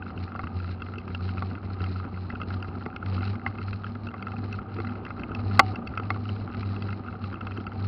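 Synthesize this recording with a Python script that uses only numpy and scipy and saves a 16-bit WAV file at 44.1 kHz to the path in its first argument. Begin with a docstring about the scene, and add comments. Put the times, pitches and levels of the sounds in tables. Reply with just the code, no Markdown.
"""A low hum and a wet sizzle, swelling with each push on the pedals, over the rumble of tyres:
a bicycle on a wet country road, heard from a small camera fixed to its frame.
Raindrops tick on the case, right at the microphone. Bumps thud up through the frame, grit pings
once off the metal, and the camera mount knocks, once hard enough to overload the amplifier."""
import sys
import numpy as np
from scipy import signal
from scipy.fft import rfft, irfft, next_fast_len
from scipy.io import wavfile

SR = 44100
rng = np.random.default_rng(int(sys.argv[2]) if len(sys.argv) > 2 else 0)


def file_out(sig):
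    """Save sig as 16-bit WAV at sys.argv[1]."""
    # one column per channel
    cols = np.atleast_2d(sig).T
    # limit, then scale
    lim = np.clip(cols, -1, 1)
    pcm = np.round(lim * 32767).astype(np.int16)
    wavfile.write(sys.argv[1], SR, pcm)


N = 347067

# Pedal pushes and shorter tugs. Each row: start in seconds, hold in seconds, relative hum level in dB.
PEDAL_PUSHES = [(.02, 0.038, -37.5), (.2, 0.04, -31.5), (.43, 0.032, -31), (.57, 0.14, -28.5),
                (.84, 0.036, -35), (1.23, 0.066, -27.5), (1.38, .11, -29.5), (1.82, 0.15, -29.3),
                (2.14, 0.12, -32), (2.48, .08, -30.5), (2.64, 0.15, -35.5), (3.07, .26, -27),
                (3.47, .05, -37), (3.69, 0.067, -29.5), (4.04, 0.039, -36.5), (4.27, .28, -34),
                (4.85, 0.058, -31.5), (5.46, 0.11, -26.5), (5.65, .06, -30), (6.03, 0.32, -31.5),
                (6.56, 0.37, -30), (7.24, 0.039, -30), (7.49, .13, -35), (7.8, .07, -26)]
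# The drive's hum follows the riding speed. Each row: time in seconds, pitch in Hz.
HUM_PITCH = [(0.0, 93.5), (0.79, 88.86), (0.99, 96), (1.14, 90.05), (1.73, 96.36), (1.8, 92.0), (2.8, 94.9),
             (2.87, 92.6), (3.4, 98.35), (6.49, 101.1), (6.51, 99.16), (7.87, 97.64)]
# Partials of the hum. Each row: multiple of the pitch, relative level in dB.
HUM_PARTIALS = [(1, -1), (2, -13), (3, -31), (4, -24)]
# Colour of the wet drive's sizzle. Each row: frequency in Hz, relative noise density in dB.
SIZZLE_SPECTRUM = [(500, -15.5), (1500, -1), (2700, 0), (3500, -10.5), (4150, 4), (4500, -4.5), (4900, -5),
                   (5300, -11), (7000, -27)]
# Colour of the tyre rumble. Each row: frequency in Hz, relative noise density in dB.
RUMBLE_SPECTRUM = [(20, -14), (42, -21), (62, 1.5), (100, -0.5), (140, -4), (200, -0.5), (280, -4.5),
                   (380, -7), (540, -15.5), (1000, -19), (1500, -24), (1850, -36.5), (2700, -33.5),
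                   (5500, -70.5)]
# Roughness of the road. Each row: time in seconds, relative rumble level in dB.
ROAD_ROUGHNESS = [(0.0, -42.5), (0.57, -44), (0.9, -45), (1.44, -42.5), (2.24, -44), (2.5, -41),
                  (2.89, -43.5), (3.22, -40.5), (3.7, -44.5), (5.44, -40), (5.63, -39), (5.79, -40),
                  (6.2, -42.5), (6.93, -42), (7.04, -43), (7.87, -43)]
# Frame and mount, stirred by the road. Each row: frequency in Hz, width in Hz, relative level in dB.
FRAME_RESONANCES = [(237.5, 8.8, -2), (771.4, 58, -10.5), (1224, 75, -10.5), (1330, 44, -19.5)]
# The wall of the camera's case. Each row: frequency in Hz, relative level in dB, t60 in seconds.
CASE_MODES = [(1355, 1.5, 0.031), (820, -28, 0.0066), (1273, -7.5, 0.062), (1464, -1.5, 0.018),
              (1598, -10.5, 0.031), (2070, -6.5, 0.027), (2130, -6.5, 0.016), (2563, -5, 0.02),
              (2701, -2.5, 0.019), (3128, -8, 0.011), (3226, -10.5, 0.012), (4500, -21, 0.004),
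              (4590, -17, 0.016), (5670, -24, 0.0095)]
# The heaviest raindrops. Each row: start in seconds, relative peak in dB, brightness in dB per octave.
HEAVY_DROPS = [(.0226, -30.5, -17), (.36, -29, -2), (.4703, -28, -9), (.8196, -24, 1), (.9561, -31.5, -6.5),
               (.9829, -31.5, 6), (1.1478, -24.5, 0), (1.3801, -28, -6), (1.8034, -30.5, -5),
               (1.8397, -28.5, 2.5), (1.9993, -29.5, -2), (2.3018, -26.5, -4), (2.3543, -28.5, -12),
               (2.4007, -33, -14), (2.4149, -23, -3), (2.5042, -27.5, -2), (2.6252, -28, 3),
               (2.9621, -26, 0), (3.0261, -26.5, -11), (3.179, -27.5, -8), (3.2292, -26, -5),
               (3.2785, -32.5, -2), (3.6146, -31.5, 1.5), (3.7301, -27, -3), (3.843, -25.5, -0.5),
               (4.0686, -29.5, 3), (4.2242, -27, -4), (4.2689, -26, -3), (4.5264, -28, 7),
               (4.5887, -29.5, -25), (4.7855, -27, -5), (4.8469, -31, -3), (4.8928, -33, -3),
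               (5.0655, -28.5, -9), (5.1049, -26.5, -13), (5.1946, -31.5, 1), (5.2337, -27.5, 2),
               (5.3161, -30, -5), (5.3484, -26.5, 2), (5.757, -28.5, .5), (5.873, -28.5, 5),
               (5.9381, -30.5, -13), (5.9747, -19, -4), (5.998, -23.5, -6), (6.2902, -27.5, 3),
               (6.8216, -28, 2), (6.8891, -30.5, -13), (6.9275, -26.5, 0.5), (7.0833, -28, -11),
               (7.24, -29, 2.5), (7.3412, -29.5, 2), (7.4095, -29, -7), (7.4688, -26.5, -.5),
               (7.5739, -28.5, 1.5), (7.6662, -25.5, -1)]
# Knocks and their bounces. Each row: start in seconds, relative peak in dB, brightness in dB per octave.
MOUNT_KNOCKS = [(.3513, -29, -21), (.3928, -23.5, -3), (.436, -29.5, -13), (1.4228, -22.5, -1.5),
                (2.8613, -25, -4), (4.1412, -28.5, -8), (4.8015, -27.5, -1), (5.5932, 2.5, 2),
                (5.5957, -2, 5), (5.6004, -4.5, -7), (6.1037, -14.5, 0.5), (6.1615, -30, -22)]
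# The stiff camera mount. Each row: frequency in Hz, relative level in dB, t60 in seconds.
MOUNT_MODES = [(1152, 0.5, 0.039), (484, -13, 0.022), (772, -5, 0.032), (863, -12.5, 0.027),
               (1323, -2, 0.041), (1464, 0, 0.01), (1560, -20, .012), (2043, 0, 0.014), (2184, -12, 0.048),
               (2460, -10.5, .014), (2708, -11, 0.019), (3390, -15.5, 0.014), (4296, -18, 0.014),
               (4520, -20, 0.024), (5300, -21, 0.0046)]
# The mount's arm. Each row: frequency in Hz, width in Hz, relative level in dB.
ARM_RESONANCES = [(751, 5.6, -5), (775, 14, -10), (877, 25, -7), (2890, 16, -9)]
# Bumps in the road. Each row: start in seconds, peak in dB, brightness in dB per octave.
ROAD_BUMPS = [(.438, -23.5, -9), (.975, -29.5, 2), (1.806, -25.5, -6), (2.860, -25.5, -2),
              (3.59, -30.5, -6.5), (4.788, -26, 22), (4.80, -28, -8), (5.596, -19, 0), (5.995, -32, 6),
              (7.582, -27, -1.5)]
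# Low modes of the frame. Each row: frequency in Hz, relative level in dB, t60 in seconds.
FRAME_MODES = [(93, -9.5, 0.13), (170, -11.5, 0.084), (235, -5.5, 0.077), (341, -1, 0.055),
               (443, -5.5, 0.061)]
# Grit hitting metal. Each row: start in seconds, peak in dB, brightness in dB per octave.
GRIT_HITS = [(3.4628, -13.5, -5)]
# The metal it hits. Each row: frequency in Hz, relative level in dB, t60 in seconds.
METAL_MODES = [(2127, -1, 0.042), (790, -14, 0.034), (1090, -18, 0.075), (1300, -9.5, 0.015),
               (1580, -9, .018), (2062, -1.5, 0.028), (2750, -17.5, 0.017), (4670, -28, .012)]

SLACK_DB = -39.5  # relative hum level between pushes


def from_db(db):
    """Decibels to gain."""
    return 10 ** (np.asarray(db) / 20)


def rms_one(x):
    """Scale to unit power."""
    return x / np.sqrt(np.mean(x ** 2) + 1e-20)


def in_time(rows):
    """Read a curve of (seconds, value) rows at every sample."""
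    return np.interp(np.arange(N) / SR, *np.transpose(rows))


def drift(rate_hz):
    """A smooth random wander with a spread of about 1, mostly slower than rate_hz."""
    step, settle = 40, 2000
    pole = np.exp(-2 * np.pi * rate_hz * step / SR)
    white = rng.standard_normal(N // step + settle + 2)
    slow = signal.lfilter([1], [1, -2 * pole, pole * pole], white)[settle:]
    return np.interp(np.arange(N) / step, np.arange(len(slow)), rms_one(slow))


def noise(spectrum):
    """Noise of the given colour, at unit power."""
    hz, level_db = np.transpose(spectrum)
    size = next_fast_len(N)
    bin_hz = np.maximum(np.fft.rfftfreq(size, 1 / SR), 1)
    gain = from_db(np.interp(np.log(bin_hz), np.log(hz), level_db))
    return rms_one(irfft(rfft(rng.standard_normal(size)) * gain, size)[:N])


def resonate(x, hz, width_hz):
    """A two-pole resonance."""
    pole = np.exp(-np.pi * width_hz / SR)
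    return signal.lfilter([1, 0, -1], [1, -2 * pole * np.cos(2 * np.pi * hz / SR), pole * pole], x)


def ring(force, hz, t60):
    """A unit click sets a sine of height 1 ringing; it falls 60 dB in t60 seconds."""
    pole, angle = from_db(-60 / (t60 * SR)), 2 * np.pi * hz / SR
    return signal.lfilter([0, np.sin(angle)], [1, -2 * pole * np.cos(angle), pole * pole], force + 1e-18)


def strikes(events, modes, contact_s, scrape, scatter_db, detune):
    """Each blow is a click plus a brief scrape, and stirs every mode with a strength of its own."""
    t = np.arange(SR // 4) / SR
    track = np.zeros(N + len(t))
    contact = rms_one(t * np.exp(-t / contact_s)) / np.sqrt(len(t))
    hz, mode_db, t60 = np.transpose(modes)
    octaves_up = np.log2(np.maximum(hz / hz[0], 1))  # brightness tilts only modes above the first row's
    for start_s, peak_db, brightness_db in events:
        force = scrape * rng.standard_normal(len(t)) * contact
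        force[0] += 1  # the click
        gains = from_db(mode_db + brightness_db * octaves_up + scatter_db * rng.standard_normal(len(hz)))
        pitches = hz * (1 + detune * rng.standard_normal(len(hz)))
        blow = sum((-1) ** k * gains[k] * ring(force, pitches[k], t60[k]) for k in range(len(hz)))
        start = round(start_s * SR)
        track[start:start + len(t)] += from_db(peak_db) * blow / np.abs(blow).max()
    return track[:N]


def pedal_load(attack_db_per_s=281.5, release_db_per_s=189.5, slack_swing_db=4, shudder_db=1.5):
    """Load on the drive in dB, never quite even: each push rises, holds and falls back to slack."""
    t = np.arange(N) / SR
    power = from_db(SLACK_DB + slack_swing_db * drift(6)) ** 2
    for start_s, hold_s, level_db in PEDAL_PUSHES:
        attack_db = attack_db_per_s * np.maximum(start_s - t, 0)
        release_db = release_db_per_s * np.maximum(t - start_s - hold_s, 0)
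        power += from_db(level_db - attack_db - release_db) ** 2
    return 10 * np.log10(power) + shudder_db * drift(20)


def drive(hum_gain_db=-1.5, sizzle_db=-66, crackle_db=4.5, flutter_db=1.5, waver=0.016):
    """The drive hums under load; wet friction grows with it and sizzles in step with the hum's cycle."""
    load_db = pedal_load()
    pitch_hz = in_time(HUM_PITCH) * (1 + waver * drift(25))
    phase = 2 * np.pi * np.cumsum(pitch_hz) / SR
    hum = 0
    for multiple, level_db in HUM_PARTIALS:
        overtone_wander_db = 0.5 * (multiple > 1) * drift(6.4)
        hum += np.sqrt(2) * from_db(level_db + overtone_wander_db) * np.cos(multiple * phase)
    pulses = np.exp(0.14 * (np.cos(phase) + np.cos(2 * phase)))
    spurts = rms_one(pulses * from_db(crackle_db * drift(150)))
    friction_db = 1.007 * (load_db - SLACK_DB)
    sizzle = noise(SIZZLE_SPECTRUM) * spurts * from_db(sizzle_db + friction_db + flutter_db * drift(14))
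    return hum * from_db(load_db + hum_gain_db) + sizzle


def tyres(rumble_gain_db=2, lumpy_db=2.37, grain_db=3.5):
    """Road texture rumbles up through the tyres and shakes the frame's resonances unevenly."""
    rumble = noise(RUMBLE_SPECTRUM) * from_db(rumble_gain_db + lumpy_db * drift(40))
    shaking = from_db(grain_db * drift(47))
    frame = 0
    for hz, width_hz, level_db in FRAME_RESONANCES:
        mode = resonate(rng.standard_normal(N) * shaking, hz, width_hz)
        frame += from_db(level_db) * rms_one(resonate(mode, hz, hz / 2))  # trims the mode's skirts
    return from_db(in_time(ROAD_ROUGHNESS)) * (rumble + frame)


def drizzle(per_s=70, level_db=-53.5, spread_db=7.5, dull_db_per_octave=8.5):
    """Fine droplets patter on the case, a soft bed under the clear drops."""
    touches = (rng.random(N) < per_s / SR) * from_db(spread_db * rng.uniform(-1.4, 1, N))
    patter = 0
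    for hz, mode_db, t60 in CASE_MODES:
        gain = from_db(mode_db - dull_db_per_octave * np.log2(hz / CASE_MODES[0][0]))
        patter += gain * ring(touches * rng.standard_normal(N), hz, t60)
    return from_db(level_db) * rms_one(patter)


def raindrops(light_per_s=9):
    """Heavy drops, and a steady fall of lighter ones, ring the case's wall right at the microphone."""
    jitter, size, colour = rng.uniform(-0.8, 1, (int(light_per_s * N / SR), 3)).T
    start_s = (np.arange(len(jitter)) + (1 + jitter) / 2) / light_per_s
    peak_db, brightness_db = -33.5 + 4 * size, -4 + 5.5 * colour
    drops = [*HEAVY_DROPS, *zip(start_s, peak_db, brightness_db)]
    ticks = strikes(drops, CASE_MODES, contact_s=0.00055, scrape=0.76, scatter_db=3, detune=0.012)
    return from_db(0.25) * ticks


def mount_knocks(crack_gain_db=2, arm_gain_db=8):
    """A knock cracks through the mount's stiff modes and leaves its arm ringing faintly."""
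    crack = strikes(MOUNT_KNOCKS, MOUNT_MODES,
                    contact_s=0.00011, scrape=0.16, scatter_db=1.75, detune=0.0022)
    arm = sum(from_db(level_db) * np.pi * width_hz / SR * resonate(crack, hz, width_hz)
              for hz, width_hz, level_db in ARM_RESONANCES)
    return from_db(crack_gain_db) * (crack + from_db(arm_gain_db) * arm)


def road_bumps():
    """Bumps thud up to the camera through the frame's low modes."""
    return strikes(ROAD_BUMPS, FRAME_MODES, contact_s=0.0013, scrape=0.44, scatter_db=1.5, detune=0.019)


def grit_ping():
    """A bit of grit strikes the metal and rings it briefly."""
    return strikes(GRIT_HITS, METAL_MODES, contact_s=0.0012, scrape=0.63, scatter_db=1, detune=0.002)


def scene():
    """Close and in mono: all of it reaches the microphone through frame and case, with no room sound."""
    ride = drive() + tyres() + drizzle() + raindrops() + mount_knocks() + road_bumps() + grit_ping()
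    return ride[None]


def record(dry, microphone_top_hz=5477, ceiling=0.72, cutoff_hz=16100):
    """The camera's microphone is dull, its amplifier clips on the hardest knock, and the top is cut."""
    dull = signal.sosfilt(signal.butter(16, microphone_top_hz, fs=SR, output="sos"), dry)
    clipped = np.clip(dull, -ceiling, ceiling)
    return signal.sosfilt(signal.ellip(10, 0.1, 80, cutoff_hz, fs=SR, output="sos"), clipped)


dry = scene()
out = record(dry)
file_out(out)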